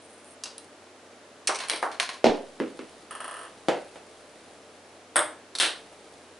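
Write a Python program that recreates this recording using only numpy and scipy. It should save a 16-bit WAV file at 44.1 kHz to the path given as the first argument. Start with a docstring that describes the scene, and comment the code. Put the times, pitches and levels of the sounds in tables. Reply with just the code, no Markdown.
"""Table-top chain reaction

A ball rolls down plastic track and trips levers that click and clack. A hanging case drops, thuds against
the table and swings back; a light ball chatters to rest, a weight lands, and a ball bounces off a hollow
case into a plastic cup. Each blow is a sharp contact plus body and room sound; some things ring on too.
Rolling is a stream of tiny bumps. A fan, made of filtered noise and a low hum, runs quietly underneath."""
import sys
import numpy as np
from scipy import signal
from scipy.fft import rfft, irfft
from scipy.io import wavfile
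from scipy.ndimage import uniform_filter1d

SR = 44100
rng = np.random.default_rng(int(sys.argv[2]) if len(sys.argv) > 2 else 0)


def master_out(mix):
    """Clip the mix to full scale and print it as 16-bit PCM to the path in sys.argv[1]."""
    frames = np.transpose(np.atleast_2d(mix))
    ceiling = np.clip(frames, -1, 1)
    pcm = np.round(ceiling * 32767).astype(np.int16)
    wavfile.write(sys.argv[1], SR, pcm)


N = 281799  # length of the scene in samples
TAIL = 32768  # longest sound of one blow, in samples
TOP_HZ = 11120  # the treble ends here
SIDE_DB = -9.5  # left-right difference against the shared sound

# Blows. Each row: start in seconds, contact level in dB before the source's gain,
# brightness in dB per octave, room level in dB added to the source's own.
# The first trigger letting go (columns as above)
TRIGGER_BLOWS = [(0.437, -17, 1.6, -11), (0.457, -25.5, -2.6, 1.5)]
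# Hard plastic levers snapping over (same columns)
LEVER_BLOWS = [(1.473, -10, 4.5, -18), (1.477, -16, -3, 1), (1.547, -24, 0, -8), (1.557, -23.5, -2, -2),
               (1.588, -24.5, -4, -7), (1.648, -38, -1, -2)]
# A piece of track tipping over and settling (same columns)
TRACK_BLOWS = [(1.602, -25, 1, 0), (1.605, -23, 1, 6), (1.637, -25.5, -1.5, 2.5), (1.916, -31, 0.7, 7),
               (1.999, -9.5, 1.5, 1.5), (2.029, -21, 0, -12), (2.091, -20.5, -0.1, 2), (2.132, -36, 2.5, 9)]
# The light ball tapping hard plastic (same columns)
BALL_BLOWS = [(0.581, -24.5, 5.5, -4), (0.645, -43, 5, -9), (1.685, -20.5, 2, 3), (1.698, -6.5, 1.5, -6),
              (1.705, -14.5, -2, 8), (1.735, -19.5, -3, 7), (1.761, -21.5, 1, 2), (1.825, -30, 7, 6)]
# The heavy ball knocking on the stack of cases (same columns)
STACK_BLOWS = [(1.492, -15.5, 0.88, -2.6), (1.639, -37, 0.35, -2), (1.828, -15, 1.8, 0)]
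# The falling case hitting the table front and shuddering (same columns)
CASE_BLOWS = [(2.243, -6, 0.65, -0.5), (2.259, -15.5, 0, 0.5), (2.267, -10.5, -1.5, -9),
              (2.274, -20, -3, -11), (2.297, -18, -4, -17), (2.348, -30.5, -1.5, -11)]
# The case swinging back on its string (same columns)
SWING_BLOWS = [(2.601, -16.5, -0.56, -0.28), (2.792, -25, 1.6, -0.96)]
# The light ball stumbling twice before it drops and settles (same columns)
STUMBLE_BLOWS = [(3.109, -21, 0.44, 0), (3.151, -22.5, 0.068, 0)]
# A small weight landing, and its one hop (same columns)
WEIGHT_BLOWS = [(3.685, -10, 0, -0.5), (3.958, -34, 0.67, 1)]
# A second light ball slapping a hollow case, whose lid buzzes (same columns)
LID_BLOWS = [(5.158, -13, 0.5, -3), (5.165, -11, 1.5, -4.5), (5.172, -18, 1, -1.5), (5.179, -19, -1.4, -3),
             (5.191, -17, 1.3, -3.5)]
# That ball grazing the rim of the cup (same columns)
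RIM_BLOWS = [(5.552, -19.5, 0.27, -0.5), (5.586, -18, 2.1, -13)]
# That ball rattling round the cup (same columns)
CUP_BLOWS = [(5.600, -3.5, 1.0, -8.5), (5.608, -12, 1, -9), (5.614, -16, -0.73, -2),
             (5.624, -10, 0.095, -8.5), (5.642, -22.5, -0.74, 0), (5.659, -14.5, -0.5, -10)]

# Repeats of the contact from surfaces close to the bouncing ball. Each row: delay in seconds, level in dB.
NEARBY_ECHOES = [(.0024, -3.5), (.0064, -5.5), (.018, -14)]

# Tone colours of the struck things. Each row: frequency in Hz, relative level in dB.
# Trigger (columns as above)
TRIGGER_COLOUR = [(60, -40), (230, -34), (900, -6), (2300, -14), (2800, -5.5), (3400, -8), (3950, -4),
                  (4300, -4), (4700, 1), (5100, -2), (6500, -3), (7100, -12), (8150, -6), (9400, -13),
                  (10000, -4.5), (11000, -15)]
# Levers (same columns)
LEVER_COLOUR = [(88, -50), (150, -48), (938, -14.5), (1920, -7), (2180, 0), (3550, -5), (4400, -1),
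                (5030, -6), (5700, 3.5), (6500, -4.5), (7020, -7), (9000, 0), (10200, -4.5), (11000, -16)]
# Track piece (same columns)
TRACK_COLOUR = [(88, -55), (150, -24), (389, -11), (482, -17), (704, -1), (873, -10.5), (1040, 4),
                (1270, -11), (1370, -2), (2200, -4), (3800, -7.5), (4170, -3.5), (4800, -10.5),
                (6700, -13.5), (7700, -23), (8500, -15), (11000, -15.5)]
# Light ball on hard plastic (same columns)
BALL_COLOUR = [(88, -39), (150, -40), (239, -25), (297, -11), (577, -6.5), (1600, -7), (2260, -1),
               (2700, -9), (3300, -1.5), (3650, -7), (4100, -2.5), (5300, -8.5), (5900, -8), (6650, -17.5),
               (7410, -19.5), (8900, -7), (9450, -15), (10400, -8), (11000, -11)]
# Stack of cases (same columns)
STACK_COLOUR = [(100, -28), (200, -17.5), (350, -1.5), (700, 2), (1200, 1.5), (1700, -5.5), (2200, -16),
                (2600, -24), (5000, -31), (7500, -39), (11000, -46)]
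# Falling case (same columns)
CASE_COLOUR = [(40, -30), (140, -19), (240, 0.5), (330, -2.5), (450, 2.5), (750, -2), (950, -8),
               (1100, -17.5), (3200, -19), (5500, -24.5), (7500, -35.5), (11000, -43.5)]
# Case swinging back (same columns)
SWING_COLOUR = [(50, -36), (140, -20.5), (200, -12.5), (240, -3.5), (400, -5.5), (520, -5.5), (700, -23),
                (1000, -18.5), (2600, -22.5), (4500, -36.5), (11000, -51)]
# Ball bouncing on the spot (same columns)
BOUNCE_COLOUR = [(60, -27), (190, -19), (240, -17), (480, -2.5), (900, -1.5), (1130, 6.5), (1400, -2.5),
                 (1780, 0), (2280, -19.5), (2800, -4.5), (3200, -5), (3700, -21), (4300, -15), (7000, -26),
                 (11000, -18)]
# Small weight (same columns)
WEIGHT_COLOUR = [(35, -73), (60, -38), (121, -21), (227, -14), (351, -6.5), (446, -4.5), (476, -2),
                 (567, -2), (839, -7.5), (1110, -18), (1360, -13.5), (3040, -20.5), (5240, -30),
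                 (9860, -37), (11000, -39)]
# Hollow case and its lid (same columns)
LID_COLOUR = [(50, -45), (130, -14), (240, -23), (310, -1.5), (380, -10), (600, 2), (850, -4), (1400, -0.5),
              (1750, -2.5), (2100, -6), (2500, -17), (3100, -13), (3500, -9.5), (4400, -25), (4820, -17.5),
              (5100, -22), (5320, -20), (5850, -32), (7100, -21), (7650, -35), (11000, -28)]
# Rim of the cup (same columns)
RIM_COLOUR = [(60, -39), (300, -10), (1500, -9), (3000, -11), (3600, -1.5), (4300, -3), (4900, -6),
              (5500, -6), (6600, -14), (8600, -8), (11000, -10)]
# Inside of the cup (same columns)
CUP_COLOUR = [(50, -29), (200, -21), (300, -4), (1250, -3.5), (1520, 1), (1750, 1), (2300, -3), (3100, 3.5),
              (3400, 0.5), (3750, 4.5), (4400, -0.5), (4800, -4), (7200, -12), (11000, -11)]

# Tones that ring on. Each row: frequency in Hz, relative level in dB, time to fall 60 dB in seconds.
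# Trigger (columns as above)
TRIGGER_RING = [(2720, -10, 0.33), (2800, -5, 0.36), (3880, -5, 0.35), (4770, 1, 0.26), (4680, -2, 0.32),
                (4880, -3, 0.3), (5500, -6, 0.22), (8150, -6, 0.15)]
# Light ball on hard plastic (same columns)
BALL_RING = [(2750, -4, 0.25), (4000, 0, 0.22)]
# Falling case (same columns)
CASE_RING = [(246, 14.5, 0.11), (270, -2, 0.26), (293, 4, 0.25), (345, -5, 0.22), (398, 13, 0.19),
             (477, 8, 0.17), (525, -7, 0.28), (568, -8, .18), (680, 1, 0.17), (772, -1, 0.39),
             (855, -3, 0.29), (920, -15, 0.3)]
# Case swinging back (same columns)
SWING_RING = [(234.8, -2, 0.18), (260.7, -5, 0.22), (322, -4.5, 0.25), (403, -2.5, 0.23)]
# Ball bouncing on the spot (same columns)
BOUNCE_RING = [(8850, 0, 0.014), (10280, 1, 0.02)]
# Small weight (same columns)
WEIGHT_RING = [(288, -10, 0.38), (347, -3, 0.27), (422, -3, 0.2), (488, 1, 0.27), (540, -1, 0.28),
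               (708, -3, 0.29), (824, -4, 0.26), (865, -16, 0.26)]
# Hollow case and its lid (same columns)
LID_RING = [(610, 17, 0.25), (914, 12, 0.26), (1270, -3, .3), (1390, 2, 0.27), (1510, -4, 0.27),
            (1607, 0, 0.33), (1700, 1, 0.44), (2140, -6, 0.47), (3350, -5, 0.37), (3600, -7, .3),
            (4870, -16, .28), (5270, -14, .28)]
# Rim of the cup (same columns)
RIM_RING = [(4360, 5, 0.062), (3550, -4, 0.074), (5500, -5, 0.064)]
# Inside of the cup (same columns)
CUP_RING = [(1380, -2, 0.23), (1525, 2, 0.16), (2600, -2.2, 0.16), (3170, 2, 0.19), (3492, -0.2, 0.17),
            (3610, 1, 0.17), (3777, 0, 0.17), (4280, -1, 0.17), (4180, -2, .17)]

# Shell resonances of the first light ball. Each row: frequency in Hz, width in Hz, relative level in dB.
FIRST_SHELL = [(8870, 840, 1), (10240, 530, -0.5)]
# Shell resonances of the ball that flies into the cup (same columns)
SECOND_SHELL = [(8480, 570, 0.5), (10060, 960, -4.5)]

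# Runs along the track. Each row: start in seconds, end in seconds, starting rumble level in dB,
# starting shell fizz level in dB, change over the run in dB.
TRACK_RUNS = [(0, 0.358, -73, -65.5, 10), (2.302, 3.13, -55.5, -70, -1), (3.48, 5.0, -55.5, -68, -6),
              (5.7, 6.45, -56.5, -69, -4.5)]
# Colour of the rolling rumble. Each row: frequency in Hz, relative level in dB.
RUMBLE_COLOUR = [(30, -25), (100, -17), (250, -12), (400, -9.5), (700, -8), (1500, -25.5), (4000, -18.5),
                 (11000, -31.5)]
# How fast the room dies away. Each row: frequency in Hz, time to fall 60 dB in seconds.
ROOM_DECAY = [(150, 0.33), (500, 0.42), (1500, 0.35), (4000, 0.32), (10000, 0.26)]
# Stereo width of machine and rolling. Each row: frequency in Hz, gain of the left-right difference in dB.
MACHINE_WIDTH = [(500, -.5), (1200, -2), (5000, -1), (9000, -6)]
# Colour of the fan's air. Each row: frequency in Hz, relative level in dB.
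AIR_COLOUR = [(18, -76), (30, -48), (58, -54), (77, -22), (142, -16), (165, -15), (257, -4), (321, -4.5),
              (364, -4), (554, -5), (596, -4), (953, -11), (1220, -11.5), (4520, -21), (11000, -27.5)]
# Fan tones, the lowest being the motor. Each row: frequency in Hz, level in dB.
FAN_TONES = [(91.5, -72), (452.2, -66), (592.2, -67.5), (877.5, -83)]
# Stereo width of the fan noise. Each row: frequency in Hz, gain of the left-right difference in dB.
FAN_WIDTH = [(60, -22), (110, -22), (190, -23), (350, -22), (620, -14.5), (1110, -7.5), (2000, -6.5),
             (3580, -6), (6430, -2), (11500, -6.5)]


def machine():
    """All the things that are struck, from the first trigger to the cup."""
    start = trigger() + levers() + track() + ball_taps() + stack()
    middle = falling_case() + swinging_case() + bouncing_ball() + weight()
    return start + middle + lid() + cup_rim() + cup()


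def trigger():
    """A trigger lets go with two clicks and a bright ring."""
    return blows(TRIGGER_BLOWS, TRIGGER_COLOUR, gain_db=1.5, body_s=0.051, body_db=4.5, room_db=5,
                 pan_db=0.5, modes=TRIGGER_RING, modes_db=-4.5)


def levers():
    """Hard plastic levers snap over with dense, bright clicks."""
    return blows(LEVER_BLOWS, LEVER_COLOUR, gain_db=1.5, body_s=0.059, body_db=7.5, room_db=8, pan_db=0.5)


def track():
    """A piece of plastic track clacks as it tips and settles."""
    return blows(TRACK_BLOWS, TRACK_COLOUR, gain_db=1, body_s=0.033, body_db=7, room_db=4.5, pan_db=0)


def ball_taps():
    """A light ball taps hard plastic and its thin shell adds treble."""
    return blows(BALL_BLOWS, BALL_COLOUR, gain_db=-2, body_s=0.015, body_db=4, room_db=3, pan_db=0,
                 ball=FIRST_SHELL, ball_db=-10.5, modes=BALL_RING, modes_db=-7.5)


def stack():
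    """A heavy ball knocks on stacked cases, which answer with a dull, dense sound."""
    return blows(STACK_BLOWS, STACK_COLOUR, gain_db=-0.5, body_s=0.075, body_db=7.5, room_db=8, pan_db=-0.5)


def falling_case():
    """A case hits the table front, and its low tones ring while it shudders."""
    return blows(CASE_BLOWS, CASE_COLOUR, gain_db=3.5, body_s=0.031, body_db=0.5, room_db=4.5,
                 pan_db=-1.5, modes=CASE_RING, modes_db=-4.5)


def swinging_case():
    """The case swings back on its string with two softer, ringing knocks."""
    return blows(SWING_BLOWS, SWING_COLOUR, gain_db=2, body_s=0.024, body_db=-1.5, room_db=1.5,
                 pan_db=-1, modes=SWING_RING, modes_db=3)


def bouncing_ball():
    """A light ball stumbles twice, then bounces ever faster on one spot, with echoes from close by."""
    return blows([*STUMBLE_BLOWS, *settling()], BOUNCE_COLOUR, gain_db=-9.5, body_s=0.011, body_db=9.5,
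                 room_db=11.5, pan_db=0, ball=FIRST_SHELL, ball_db=-11.5, modes=BOUNCE_RING, modes_db=1,
                 echoes=NEARBY_ECHOES, moving=False)


def settling(count=10):
    """A dropped ball keeps a share of its speed at each bounce, so hops get shorter and softer together."""
    drop_s, first_hop_s, speed_kept = 3.204, 0.0393, 0.906
    first_db, loss_db, bright_db = -20, 1.12, 0  # level before gain, loss per bounce, tilt per octave
    k = np.arange(count)
    hops = first_hop_s * speed_kept ** k
    starts = drop_s + np.cumsum(hops) - hops
    levels = first_db - loss_db * k
    return [(s, db, bright_db, 0) for s, db in zip(starts, levels)]


def weight():
    """A small weight lands and hops once, setting low tones ringing."""
    return blows(WEIGHT_BLOWS, WEIGHT_COLOUR, gain_db=1.5, body_s=0.038, body_db=3.5, room_db=5,
                 pan_db=0, modes=WEIGHT_RING, modes_db=1.5)


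def lid():
    """A second light ball slaps a hollow case; the lid's quick repeated taps make a buzz."""
    return blows(LID_BLOWS, LID_COLOUR, gain_db=0, body_s=0.021, body_db=9.5, room_db=11, pan_db=-0.4,
                 ball=SECOND_SHELL, ball_db=-4, modes=LID_RING, modes_db=1.5)


def cup_rim():
    """The ball grazes the rim with two ticks and a short ring."""
    return blows(RIM_BLOWS, RIM_COLOUR, gain_db=1.5, body_s=0.051, body_db=5, room_db=5.5, pan_db=-1,
                 modes=RIM_RING, modes_db=2)


def cup():
    """The ball rattles round the cup, whose wall rings with its shell."""
    return blows(CUP_BLOWS, CUP_COLOUR, gain_db=0, body_s=0.032, body_db=-0.5, room_db=16, pan_db=-0.5,
                 ball=SECOND_SHELL, ball_db=-5, modes=CUP_RING, modes_db=-1)


def blows(table, colour, gain_db, body_s, body_db, room_db, pan_db, ball=(), ball_db=0,
          modes=(), modes_db=0, echoes=(), moving=True):
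    """Each blow is a sharp contact, a burst of dense body modes, any long modes, and the room's answer."""
    hz = bins(TAIL)
    out = np.zeros((2, N + TAIL))
    gain = undb(lookup(colour, hz)) + undb(ball_db) * shell(hz, ball)
    ring = ringing(modes) * undb(modes_db) if modes else 0
    for k, (s, db, bright_db, share_db) in enumerate(table):
        if moving or k == 0:  # each new spot excites the body and the room differently
            near = undb(body_db) * body(body_s)
            far = room()
            near[:, 0] += 1  # the contact itself
            repeats = sum(undb(echo_db) * np.roll(near, int(lag * SR), axis=1) for lag, echo_db in echoes)
            near = near + repeats
        # a harder contact tilts the spectrum upwards
        tilt = undb(bright_db * np.log2(hz / 1000))
        contact = causal(gain * tilt / (1 + (hz / TOP_HZ) ** 20))
        contact /= np.abs(contact).max()
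        response = near + undb(room_db + share_db) * far
        sound = irfft(rfft(contact) * rfft(response))
        sound = sound + ring * np.linalg.norm(contact)
        start = int(s * SR)
        out[:, start:start + TAIL] += undb(db + gain_db) * sound
    pan = undb(np.array([[pan_db], [-pan_db]]) / 2)  # positive leans left
    return out[:, :N] * pan


def shell(hz, resonances):
    """The two bright resonances of a thin-walled ball."""
    return sum(undb(db) / (1 + ((hz - f) / width * 2) ** 6) ** 0.5 for f, width, db in resonances)


def body(t60, treble_share=0.92):
    """Dense, short modes of a plastic body; the high ones stop first."""
    return unit(dying(stereo_noise(TAIL), [(600, t60), (7000, t60 * treble_share)]))


def ringing(modes):
    """Damped sines that swell over a few cycles, slightly out of step between left and right."""
    t, out = np.arange(TAIL) / SR, 0
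    turns = rng.random(len(modes))
    leans = rng.choice([-1, 1], len(modes))
    for (f, db, t60), turn, lean in zip(modes, turns, leans):
        apart = lean * undb(SIDE_DB) * np.array([[1], [-1]])
        phase = 2 * np.pi * (f * t + turn) + apart
        swell = 1 - np.exp(-t * f / 2)
        out = out + undb(db) * fade(t60) * swell * np.sin(phase)
    return unit(out)


def rolling(bumps_per_s=220, scatter_db=4):
    """Tiny bumps in the track make it rumble and the ball's shell fizz; each run swells, drifts and dies."""
    attack_s, release_s = 0.014, 0.037
    t, rumble, fizz = np.arange(N) / SR, 0, 0
    for start, end, rumble_db, fizz_db, drift_db in TRACK_RUNS:
        gate = np.clip((t - start) / attack_s, 0, 1) * np.clip((end - t) / release_s, 0, 1)
        progress = np.clip((t - start) / (end - start), 0, 1)
        run = gate * undb(drift_db * progress)
        rumble = rumble + undb(rumble_db) * run
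        fizz = fizz + undb(fizz_db) * run
    sizes = undb(scatter_db * np.clip(rng.standard_normal(N), -2, 2))
    bumps = (rng.random(N) < bumps_per_s / SR) * sizes
    heard = bumps + signal.fftconvolve(bumps[None], room(), axes=1)[:, :N]
    hz = bins(N)
    track_sound = coloured(heard, undb(lookup(RUMBLE_COLOUR, hz)))
    shell_sound = coloured(heard, shell(hz, FIRST_SHELL))
    return rumble * track_sound + fizz * shell_sound


def room(build_s=0.0041, lumpy_db=6.5, lumpy_s=0.18):
    """Distinct early reflections merge into a tail whose treble dies first."""
    t = np.arange(TAIL) / SR
    lumps = undb(lumpy_db * rng.standard_normal(TAIL) * np.exp(-t / lumpy_s))
    lumps /= np.sqrt(uniform_filter1d(lumps ** 2, size=400))  # keep the average level even
    build_up = 1 - np.exp(-(t / build_s) ** 2)
    return unit(dying(stereo_noise(TAIL) * lumps, ROOM_DECAY) * build_up)


def fan(line_width_hz=6, air_db=-51):
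    """Steady rush of air, a clean motor hum and a few wavering blade tones."""
    hz = bins(N)
    (motor_hz, motor_db), *blades = sorted(FAN_TONES)
    motor = undb(motor_db) * np.sqrt(2) * np.sin(2 * np.pi * motor_hz * np.arange(N) / SR)
    air = widened(rng.standard_normal((2, N)), FAN_WIDTH)
    swirl = widened(rng.standard_normal((2, N)), FAN_WIDTH)
    tones = 0
    for f, db in blades:  # a narrow band of noise wavers like an unsteady tone
        narrow = 1 / (1 + ((hz - f) / line_width_hz) ** 2)
        tones = tones + undb(db) * coloured(swirl, narrow)
    return motor + tones + undb(air_db) * coloured(air, undb(lookup(AIR_COLOUR, hz)))


def stereo_noise(size):
    """Diffuse sound: left and right share most of the noise and differ a little."""
    mid, side = rng.standard_normal((2, size))
    return mid + undb(SIDE_DB) * side * np.array([[1], [-1]])


def dying(noise, t60s):
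    """Let each part of the spectrum die at its own rate, given as (Hz, seconds to fall 60 dB) points."""
    centres, t60s = np.transpose(t60s)
    shares = [np.interp(np.log(bins(TAIL)), np.log(centres), row) for row in np.eye(len(t60s))]
    spectrum = rfft(noise)
    return sum(irfft(spectrum * share) * fade(t60) for share, t60 in zip(shares, t60s))


def fade(t60):
    """Exponential decay that loses 60 dB in t60 seconds."""
    return np.exp(-np.log(1000) * np.arange(TAIL) / SR / max(t60, 1e-3))


def causal(gain):
    """The most compact pulse that has this spectrum and nothing before its start."""
    cepstrum = irfft(np.log(gain + 1e-9))
    cepstrum[1:TAIL // 2] *= 2  # fold the backward half onto the forward half
    cepstrum[TAIL // 2 + 1:] = 0
    return irfft(np.exp(rfft(cepstrum)))


def coloured(x, gain):
    """Filter by a spectrum and bring to an rms level of 1."""
    return unit(irfft(rfft(x) * gain, N)) * np.sqrt(N)


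def widened(x, width):
    """Weight the difference between the channels by (Hz, dB) points."""
    mid, side = (x[0] + x[1]) / 2, (x[0] - x[1]) / 2
    side = irfft(rfft(side) * undb(lookup(width, bins(N))), N)
    return np.array([mid + side, mid - side])


def undb(db):
    """Decibels to gain."""
    return 10 ** (np.asarray(db) / 20)


def unit(x):
    """Scale to unit energy per channel, on average."""
    return x / np.sqrt(np.mean(np.sum(x ** 2, axis=-1)))


def bins(size):
    """Frequencies in Hz of a spectrum of so many samples, kept at 1 or more for logarithms."""
    return np.maximum(np.fft.rfftfreq(size, 1 / SR), 1)


def lookup(points, hz):
    """Join (Hz, value) points on a log-frequency axis."""
    f, value = np.transpose(points)
    return np.interp(np.log(hz), np.log(f), value)


def scene():
    """The machine running in the quiet room, its top treble narrowed, over the fan."""
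    return widened(machine() + rolling(), MACHINE_WIDTH) + fan()


def record(dry, ceiling=0.65):
    """Round off the highest peaks, then cut the top treble steeply."""
    rounded = ceiling * np.tanh(dry / ceiling)
    lowpass = signal.ellip(10, 0.2, 70, TOP_HZ, fs=SR, output="sos")
    return signal.sosfilt(lowpass, rounded)


dry = scene()
out = record(dry)
master_out(out)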